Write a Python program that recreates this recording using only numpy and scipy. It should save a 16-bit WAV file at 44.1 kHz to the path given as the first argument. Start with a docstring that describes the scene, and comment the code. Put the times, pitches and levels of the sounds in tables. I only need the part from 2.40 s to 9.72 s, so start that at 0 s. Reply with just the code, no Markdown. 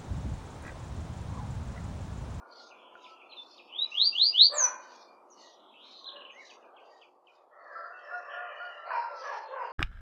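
"""Caged seedeater in a walled yard

Close to one phone microphone, a seedeater whistles four rising notes and a falling one, echoed by the
walls; further cages chip and warble. A broom sweeps in even strokes. Out in the street a dog barks and
two roosters crow, one clear, one hoarse, over far birds, traffic, low rumble and mains hum.
The phone's noise suppressor darkens whatever is faint."""
import sys
import numpy as np
from scipy import signal
from scipy.fft import rfft, irfft, next_fast_len
from scipy.io import wavfile
from scipy.ndimage import uniform_filter1d

SR = 44100
rng = np.random.default_rng(int(sys.argv[2]) if len(sys.argv) > 2 else 0)


def persist_wave(psi):
    """Save psi, clipped to +-1, as 16-bit WAV."""
    counts = np.round(np.clip(psi, -1, 1) * 32767).astype(np.int16)
    wavfile.write(sys.argv[1], SR, np.atleast_2d(counts).T)


N = 322799
T = np.arange(N) / SR

# seedeater, close: start t/s, loudest t/s, end t/s, start f/Hz, end f/Hz, peak level/dB,
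# end level/dB, octave level/dB
RISING_WHISTLES = [(1.252, 1.424, 1.445, 2330, 3953, -24, -37, -86),
                   (1.512, 1.615, 1.69, 2484, 4789, -19.5, -24.5, -64),
                   (1.719, 1.817, 1.89, 2513, 4838, -16.5, -25, -59.5),
                   (1.923, 2.017, 2.075, 2613, 4750, -13.5, -24, -60.5)]
# their glide (scoop, linger, climb, flat top): share of the length, share of the rise
WHISTLE_GLIDE = [(0, 0), (.05, .1), (.2, .17), (.35, .32), (.6, .68), (.8, .92), (.9, 0.97), (1, 1)]

CAGE_WARBLES = [
    [(.895, 4350, -56), (.92, 4010, -53), (.94, 4020, -48.5)],
    [(.955, 4260, -62), (.975, 3580, -48.5), (1.0, 3507, -46.5), (1.035, 3480, -66)],
    [(3.655, 3060, -46), (3.667, 4150, -42.5), (3.68, 3970, -38.5), (3.692, 3435, -35.5),
     (3.698, 2715, -45)],
    [(3.93, 1833, -70), (3.96, 2030, -51), (4.005, 2250, -52.5), (4.04, 1670, -56)],
]  # further cages, one list a note: t/s, f/Hz, level/dB
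CAGE_CHIPS = [(0.308, 2950, -56), (0.642, 3740, -52), (.8, 2900, -53.5), (0.913, 4063, -53),
              (1.178, 4123, -53), (1.443, 3105, -53.5), (3.887, 2900, -53), (4.093, 3900, -53.5),
              (4.226, 2900, -63), (4.365, 3458, -59), (4.615, 3365, -56), (4.868, 3240, -58.5)]  # one bird's chips: t/s, start f/Hz, level/dB
CAGE_TWITTERS = [(0.111, .022, 4780, -57), (.169, 0.038, 5100, -55), (1.112, 0.035, 5140, -56.5),
                 (2.902, 0.0342, 6850, -59.5), (3.643, 0.0044, 3960, -41.5), (3.758, .014, 3040, -47),
                 (3.806, 0.018, 3070, -46.5), (3.85, .018, 3030, -47.5), (3.896, 0.015, 3050, -51.5),
                 (3.916, 0.0097, 3000, -55)]  # thin twitters: t/s, length/s, start f/Hz, level/dB

BROOM_STROKES = [(.22, 0.11, -58.5), (.658, 0.081, -59), (1.13, 0.14, -61.5), (1.558, 0.099, -60),
                 (2.52, 0.13, -60.5), (3.04, .09, -57.5), (3.53, 0.097, -60), (4.08, 0.093, -58),
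                 (4.54, 0.108, -65), (4.94, 0.0672, -67.5), (5.35, 0.172, -73.5), (5.751, 0.232, -69),
                 (6.3, 0.1195, -64.5), (6.88, 0.14, -58), (7.279, 0.0836, -65)]  # sweeps in the yard: peak t/s, swell/s, level/dB
BRISTLE_SPECTRUM = [(900, -42.5), (2000, -9), (3200, -4), (4500, 1.5), (6000, -3), (7000, -8),
                    (7600, -20.5), (9300, -22.5), (10500, -50.5)]  # bristle hiss: f/Hz, level/dB
TAP_AND_CLICK = [(0.554, 1420, 0.036, -40.5), (1.611, 7540, 0.00117, -39.5)]  # a small tap, then a digital click: t/s, ring f/Hz, t60/s, peak level/dB

# dog in the street, a high voice breaking into a low one: start t/s, break t/s, end t/s,
# high f/Hz, low f/Hz, high level/dB, low level/dB, high and low tilt/(dB per octave)
DOG_BARKS = [(2.095, 2.195, 2.31, 595, 483.6, -34.5, -35, -2, 12),
             (6.433, 6.502, 6.62, 676.6, 469.4, -36, -31.5, 0, 9),
             (6.8, 6.906, 7.0, 561.3, 441, -36, -35.5, -3.5, 3.5),
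             (7.086, 7.154, 7.3, 541.3, 479, -38, -36, -10, -2)]
DOG_YIPS = [(3.712, .16, 569.6, -46.5, -11), (6.692, .08, 583, -39, -14)]  # dull half barks: t/s, length/s, f/Hz, peak level/dB, tilt/(dB per octave)
DOG_FORMANTS = [(550, 390, -19), (941, 226, -2), (1613.5, 160, -8.5), (2400, 230, -33.5)]  # throat resonances: f/Hz, width/Hz, gain/dB
BREATH_SPECTRUM = [(350, -42), (500, -4.5), (1000, 4), (1700, -4.5), (2600, -12.5), (3500, -33.5),
                   (6000, -76)]  # the dog's breath: f/Hz, level/dB

# clear rooster, further off: t/s, length/s, f/Hz, peak level/dB, tilt/(dB per octave)
CROW_SYLLABLES = [(5.353, 0.098, 680, -40, 5), (5.439, 0.089, 700, -44, 0.5), (5.503, .13, 739.6, -51, 1),
                  (5.709, .1, 720, -38, -2), (5.931, 0.17, 718.7, -41, -3), (6.2, .11, 720, -40.5, -0.5)]
CROW_LAST_NOTE = [(6.31, 706, -55.5), (6.419, 670, -46), (6.521, 700, -45.5), (6.7, 692, -44),
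                  (6.801, 659.2, -46), (6.869, 627, -44)]  # its long last note: t/s, f/Hz, level/dB
CROW_FORMANTS = [(720, 56, 2), (1420, 250, 6), (2900, 160, -29)]  # its throat: f/Hz, width/Hz, gain/dB
HOARSE_CROW = [(5.11, 601.1, -58), (5.159, 630, -53), (5.302, 575, -48), (5.4, 582.4, -47.5),
               (5.58, 595.2, -55.5), (5.7, 590, -43), (5.8, 586.6, -49), (5.9, 591.7, -42),
               (6.1, 607.7, -44), (6.45, 580.4, -52), (6.601, 567, -69.5)]  # hoarse rooster behind it: t/s, f/Hz, level/dB
HOARSE_FORMANTS = [(620, 340, 1), (1290, 560, 3.5), (1660.4, 270, 3)]  # its throat: f/Hz, width/Hz, gain/dB

# far calls and the roosters' upper overtones: t/s, length/s, f/Hz, spread/Hz, level/dB
BLURRED_TONES = [ (0, 0.35, 1430, 37.7, -59.5), (0.344, 0.34, 1023, 30.3, -61),
                 (.556, 0.1926, 1347, 30.2, -60), (1.406, 0.24, 1229, 39.7, -61),
                 (2.498, .34, 2415, 150, -73), (2.587, 0.1648, 4924, 200.5, -71.5),
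                 (3.007, 0.1, 1949, 89.8, -67), (3.002, 0.369, 3795, 433, -68.5),
                 (3.604, 0.33, 1086, 39.4, -57), (3.653, 0.16, 1620, 39.5, -64),
                 (3.902, 0.073, 6470, 160, -67), (4.242, 0.23, 1580, 50.16, -72.5),
                 (4.462, 0.19, 4741, 300, -71.5), (4.5, 0.078, 1890, 60, -64.5),
                 (5.173, 0.334, 4436, 90, -75), (5.3, 0.177, 1635, 120, -51.5),
                 (5.3, .2, 4916, 153.2, -70.5), (5.522, .61, 2684, 122, -63), (5.571, .12, 3130, 250, -68),
                 (5.617, .17, 5400, 151.3, -72.5), (5.886, .1, 3027, 320, -53.5),
                 (5.893, 0.09, 5610, 110, -69.5), (5.893, .38, 2477, 159.4, -60.5),
                 (6.02, .39, 2970, 140.4, -56.5), (6.446, 0.2026, 4421, 486, -61.5),
                 (6.515, 0.16, 5180, 515, -61.5), (6.995, 0.12, 4270, 157.5, -65),
                 (7.2, .12, 5020, 251, -69), (7.225, 0.061, 2816, 79.6, -54.5)]
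DISTANT_WHISTLE = [(3.327, 2400, -59.5), (3.462, 3970, -53.5), (3.5, 3916, -55.5), (3.609, 3966, -51)]  # one far rising whistle: t/s, f/Hz, level/dB
CHATTER_BOUTS = [(0.311, 0.74, 2810, -63.5), (1.251, 0.83, 2792, -62.5), (2.15, 0.23, 3231, -66.5),
                 (3.047, 0.983, 3055, -67), (4.345, 0.317, 2754, -70.5), (6.781, 0.42, 3075, -64)]  # far birds: t/s, length/s, centre f/Hz, level/dB
TRAFFIC_SPECTRUM = [(200, -39.5), (350, -9.5), (480, -0.5), (900, 0.5), (1220, -3), (1400, -10),
                    (2200, -20), (3500, -27.5), (6000, -35.5), (9000, -50)]  # wash from beyond the walls: f/Hz, level/dB
TRAFFIC_LEVELS = [(0, -54.5), (.7, -59), (2, -60.5), (2.7, -58.5), (3.4, -61), (4.5, -56), (4.8, -64),
                  (5.1, -60.5), (6.3, -59.5), (6.6, -56.5), (7.32, -53.5)]  # its slow swell: t/s, level/dB
RUMBLE_SPECTRUM = [(60, -41.5), (110, -25.5), (160, -23.5), (210, -3.5), (270, -1), (380, 1.5), (480, -28)]  # low rumble: f/Hz, level/dB
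RUMBLE_HUM_LEVELS = [(0, -69.5, -85), (1.3, -68.5, -80), (3.5, -68.5, -84.5), (5.0, -76, -86.5),
                     (6.3, -78, -90), (7.32, -90, -87.5)]  # rumble and hum: t/s, rumble level/dB, mains level/dB
MAINS_LINES = [(120, -5), (360, 8.5)]  # hum partials: f/Hz, gain/dB

WALL_ECHOES = [(3, -5), (6, -15.5), (10, -8.5), (15, -8.5)]  # nearest walls: delay/ms, level/dB
# diffuse tails at the microphone: t60/s, level/dB against the direct sound
YARD_TAILS = [(.15, 0.5), (0.501, -15.5)]  # quick flutter, then a long tail
PORCH_TAILS = [(0.351, -1.8)]  # further cages, mostly direct
STREET_TAILS = [(0.201, -3), (0.901, -2)]  # more tail than direct sound
ROOF_TAILS = [(.5, -8)]  # in the open, little echo


def seedeater(swell_db_per_s=260, octave_change_db=9, sink_s=.058):
    """Close to the microphone: near-sine whistles with a faint, breathy octave."""
    out, progress, notes = np.zeros(N), np.linspace(0, 1, 25), []
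    glide = np.interp(progress, *np.transpose(WHISTLE_GLIDE))
    for start, loudest, end, start_hz, end_hz, peak_db, end_db, octave_db in RISING_WHISTLES:
        t = start + progress * (end - start)
        hz = start_hz + (end_hz - start_hz) * glide
        onset_db = peak_db - swell_db_per_s * (loudest - start)
        db = np.interp(t, [start, loudest, end], [onset_db, peak_db, end_db])
        notes.append((t, hz, db, octave_db - octave_change_db * progress))
    # the closing whistle sinks towards a floor while its octave grows
    start, full, end, start_hz, floor_hz = 2.118, 2.178, 2.278, 8870, 5618
    t = start + progress * (end - start)
    hz = floor_hz + (start_hz - floor_hz) * np.exp(-(t - start) / sink_s)
    db = np.interp(t, [start, full, end - .019, end], [-62.5, -23, -23, -33.5])
    notes.append((t, hz, db, -76.5 + octave_change_db * progress))
    for t, hz, db, octave_db in notes:
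        sing(out, np.transpose([t, hz, db]), pure, rough=.2, rasp_hz=250, edge_s=.006)
        sing(out, np.transpose([t, 2 * hz, octave_db]), pure, rough=1, rasp_hz=1500, edge_s=.0062)
    return out


def cage_birds(chip_s=.026, chip_end_hz=2400, twitter_drop_per_s=5.3):
    """Further cages on the porch: warbles, and chips and twitters that drop fast, then level out."""
    out = np.zeros(N)
    for note in CAGE_WARBLES:
        sing(out, note, pure, rough=.13)
    drops = [(t, chip_s, hz, chip_end_hz, db) for t, hz, db in CAGE_CHIPS]
    for t, length, hz, db in CAGE_TWITTERS:
        drops.append((t, length, hz, hz * (1 - twitter_drop_per_s * length), db))
    for t, length, start_hz, end_hz, db in drops:
        mid_hz = end_hz + .26 * (start_hz - end_hz)
        note = [(t, start_hz, db), (t + length / 2, mid_hz, db), (t + length, end_hz, db)]
        sing(out, note, pure, rough=.35, rasp_hz=700, edge_s=.00067)
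    return out


def broom(fall_ratio=1.07):
    """Across the yard: scratchy bristle hiss, each stroke swelling smoothly and trailing away."""
    strokes = 0
    for peak, swell_s, db in BROOM_STROKES:
        rise = np.exp(-((T - peak) / swell_s) ** 2)
        fall = 1 / np.cosh(np.clip((T - peak) / (fall_ratio * swell_s), 0, 50)) ** 2
        strokes += undb(db) * np.where(T < peak, rise, fall)
    scratches = undb(2 * wander(120))
    return strokes * scratches * coloured_noise(BRISTLE_SPECTRUM)


def tap_and_click():
    """A small tap and a thin, dry digital click, each a damped sine."""
    out, t = np.zeros(N), np.arange(2000) / SR
    for start, hz, t60, db in TAP_AND_CLICK:
        i = int(start * SR)
        out[i:i + len(t)] += undb(db - 60 * t / t60) * np.sin(2 * np.pi * hz * t)
    return out


def dog(attack_s=.0461, break_s=.008, release_s=.0481, breath_db=-6.5):
    """In the street: rough voiced barks and yips; breath noise follows their level and brightness."""
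    voice, breath, effort, calls = np.zeros(N), coloured_noise(BREATH_SPECTRUM), 0, []
    for start, turn, end, high_hz, low_hz, high_db, low_db, high_tilt, low_tilt in DOG_BARKS:
        calls.append([(start, .92 * high_hz, high_db - 12.5, -20),  # scoops up into the high, dull voice
                      (start + attack_s, high_hz, high_db, high_tilt),
                      (turn, high_hz, high_db, high_tilt),
                      (turn + break_s, 1.07 * low_hz, low_db, low_tilt),  # breaks lower and brighter
                      (end - release_s, low_hz, low_db, low_tilt),
                      (end, low_hz, low_db - 12, low_tilt)])
    for t, length, hz, db, tilt in DOG_YIPS:
        calls.append([(t, hz, db - 12.5, tilt),
                      (t + length / 3, hz, db, tilt),
                      (t + length, .9 * hz, db - 17.5, tilt)])
    for call in calls:
        sing(voice, call, throat(DOG_FORMANTS), rough=.45, rasp_hz=240)
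        t, _, db, tilt = np.transpose(call)
        effort += undb(np.interp(T, t, db + np.minimum(tilt, 0) / 2, left=-200, right=-200))
    breath *= undb(breath_db) * uniform_filter1d(effort, size=300)
    return low_cut(voice + breath, hz=431)


def clear_rooster(edge_pitch_ratio=.97, last_tilt_db=18.5):
    """Further off, in the open: short arched syllables, then a long, bright, falling note."""
    out, notes = np.zeros(N), []
    for t, length, hz, db, tilt in CROW_SYLLABLES:
        notes.append([(t, edge_pitch_ratio * hz, db - 2.5, tilt),
                      (t + .4 * length, hz, db, tilt),
                      (t + length, edge_pitch_ratio * hz, db - 6, tilt)])
    notes.append([(*row, last_tilt_db) for row in CROW_LAST_NOTE])
    for note in notes:
        sing(out, note, throat(CROW_FORMANTS), rough=.17, rasp_hz=70, edge_s=.0027)
    return out


def hoarse_rooster(waver_share=.012):
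    """Behind the clear one: a rasping crow whose pitch wavers."""
    out = np.zeros(N)
    times, hz, db = np.transpose(HOARSE_CROW)
    t = np.arange(times[0], times[-1], .01)
    waver = 1 + waver_share * wander(9)[(t * SR).astype(int)]
    note = np.transpose([t, waver * np.interp(t, times, hz), np.interp(t, times, db)])
    sing(out, note, throat(HOARSE_FORMANTS), rough=.8, rasp_hz=450)
    return low_cut(out, hz=523)


def blurred_tones(sag_ratio=.97):
    """Faint blurred tones: far calls, the roosters' upper overtones and one rising whistle."""
    out = np.zeros(N)
    for t, length, hz, spread_hz, db in BLURRED_TONES:
        note = [(t, hz, db), (t + length, sag_ratio * hz, db)]
        sing(out, note, pure, rough=spread_hz / 50, rasp_hz=2 * spread_hz, edge_s=.024)
    sing(out, DISTANT_WHISTLE, pure, rough=.98, rasp_hz=1000, edge_s=.017)
    return out


def traffic():
    """Beyond the walls: a wash of noise that slowly swells and ebbs."""
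    level_db = np.interp(T, *np.transpose(TRAFFIC_LEVELS))
    return coloured_noise(TRAFFIC_SPECTRUM) * undb(level_db + .8 * wander(6))


def distant_chatter():
    """Birds so far off that each bout blurs into a band of noise."""
    out = np.zeros(N)
    for t, length, hz, db in CHATTER_BOUTS:
        sing(out, [(t, hz, db), (t + length, hz, db)], pure, rough=.955, rasp_hz=1400, edge_s=.049)
    return out


def rumble():
    """Low rumble; its set fade stands for the phone's noise suppressor gradually turning it down."""
    t, db, _ = np.transpose(RUMBLE_HUM_LEVELS)
    return coloured_noise(RUMBLE_SPECTRUM) * undb(np.interp(T, t, db))


def mains_hum():
    """Under everything: mains lines that waver a little in level."""
    t, _, level_db = np.transpose(RUMBLE_HUM_LEVELS)
    lines = sum(undb(db + 2.4 * wander(22)) * np.sin(2 * np.pi * hz * T) for hz, db in MAINS_LINES)
    return np.sqrt(2) * lines * undb(np.interp(T, t, level_db))


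def sing(out, rows, overtones, rough, rasp_hz=60, edge_s=.004):
    """Adds a note of rows (t/s, f/Hz, level/dB, optional tilt); rough trades tone for rasp."""
    times, hz, db, *tilt = np.transpose(rows)
    i = np.arange(max(int(times[0] * SR), 0), min(int(times[-1] * SR), N))
    t = i / SR
    pitch = uniform_filter1d(np.interp(t, times, hz), int(.003 * SR), mode="nearest")
    phase = 2 * np.pi * np.cumsum(pitch) / SR
    tilt_db = np.interp(t, times, tilt[0]) if tilt else 0
    rasp_share, note, power = np.clip(rough, 0, 1), 0, 0
    for k in range(1, 8):
        gain = overtones(k, k * pitch) * undb(tilt_db * np.log2(k))
        if k * pitch.max() < .45 * SR and np.max(gain) > 0:
            rasp = (wander(rasp_hz, len(i)) + 1j * wander(rasp_hz, len(i))) / np.sqrt(2)
            flutter = np.sqrt(1 - rasp_share) + np.sqrt(rasp_share) * rasp
            note += gain * np.real(flutter * np.exp(1j * k * phase))
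            power += gain ** 2 / 2
    fade = np.clip(np.minimum(t - times[0], times[-1] - t) / edge_s, 0, 1)
    out[i] += note / np.sqrt(power) * undb(np.interp(t, times, db)) * fade


def throat(formants):
    """Gain of partial k at frequency f through steep throat resonances."""
    return lambda k, f: sum(undb(db) / (1 + ((f - hz) / width) ** 2) ** 2 for hz, width, db in formants)


def pure(k, f):
    """A whistle's partials: the fundamental alone."""
    return float(k == 1)


def space(x, tails, echoes=()):
    """The way to the microphone: direct sound, diffuse tails and single wall echoes."""
    t = np.arange(int(1.2 * SR)) / SR
    response = np.zeros(len(t))
    for t60, db in tails:
        tail = rng.standard_normal(len(t)) * undb(-60 * t / t60) * np.clip(t / .0063, 0, 1)
        response += tail * undb(db) / np.sqrt(np.sum(tail ** 2))
    response[0] = 1
    for ms, db in echoes:
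        response[int(ms * SR / 1000)] += undb(db)
    return signal.fftconvolve(x, response)[:N] / np.sqrt(np.sum(response ** 2))


def patchy(x, depth_db, bands=5, frames=8):
    """Patchy noise: narrow bands swell and fade at random; the bass stays steadier."""
    spectrum = signal.stft(x, nperseg=1024, boundary="even")[2]
    patches = rng.standard_normal(spectrum.shape)
    for _ in range(2):
        patches = uniform_filter1d(uniform_filter1d(patches, bands, axis=0), frames, axis=1)
    depth_share = np.clip(np.linspace(0, SR / 2, len(spectrum)) / 2500, .3, 1)[:, None]
    gain = undb(depth_db * depth_share * unit(patches))
    gain /= np.sqrt(np.mean(gain ** 2, axis=1, keepdims=True))
    return signal.istft(spectrum * gain, nperseg=1024)[1][:N]


def coloured_noise(points):
    """Noise of rms 1 with a spectrum of (f/Hz, level/dB) points."""
    hz, db = np.transpose(points)
    size = 2 * next_fast_len(N // 2 + 1)
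    f = np.linspace(1, SR / 2, size // 2 + 1)
    gain = undb(np.interp(np.log(f), np.log(hz), db))
    return unit(irfft(rfft(rng.standard_normal(size)) * gain)[:N])


def wander(rate, size=N):
    """Smooth random drift of rms 1, about rate changes a second."""
    drift = rng.standard_normal(size)
    for _ in range(3):
        drift = uniform_filter1d(drift, max(int(SR / rate), 2))
    return unit(drift)


def low_cut(x, hz):
    return signal.sosfilt(signal.butter(6, hz, "high", fs=SR, output="sos"), x)


def undb(db):
    return 10 ** (np.asarray(db) / 20)


def unit(x):
    return x / np.sqrt(np.mean(x ** 2))


def scene():
    """Yard, porch, street and roof as they reach one microphone in the yard."""
    yard = space(seedeater(), YARD_TAILS, WALL_ECHOES)
    porch = space(cage_birds(), PORCH_TAILS)
    street = space(dog() + hoarse_rooster() + blurred_tones(), STREET_TAILS)
    roof = space(clear_rooster(), ROOF_TAILS)
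    wash = patchy(broom() + traffic() + distant_chatter() + rumble(), depth_db=3.5)
    return (yard + porch + street + roof + tap_and_click() + wash + mains_hum())[None]


def record(dry):
    """The phone: a suppressor turns down faint narrow bands; converter hiss; a steep treble cut."""
    threshold_db, floor_db, hiss_db, top_hz = -85.5, -10.5, -94, 13000
    spectrum = signal.stft(dry[0], nperseg=1024, boundary="even")[2]
    power = uniform_filter1d(uniform_filter1d(abs(spectrum) ** 2, 3, axis=0), 6, axis=1)
    gain = np.maximum(power ** 2 / (power ** 2 + undb(4 * threshold_db)), undb(floor_db))
    suppressed = signal.istft(spectrum * gain, nperseg=1024)[1][:N]
    hiss = undb(hiss_db) * rng.standard_normal(N)
    treble_cut = signal.ellip(8, .2, 60, top_hz, fs=SR, output="sos")
    return signal.sosfilt(treble_cut, suppressed + hiss)[None]


dry = scene()
out = record(dry)
persist_wave(out)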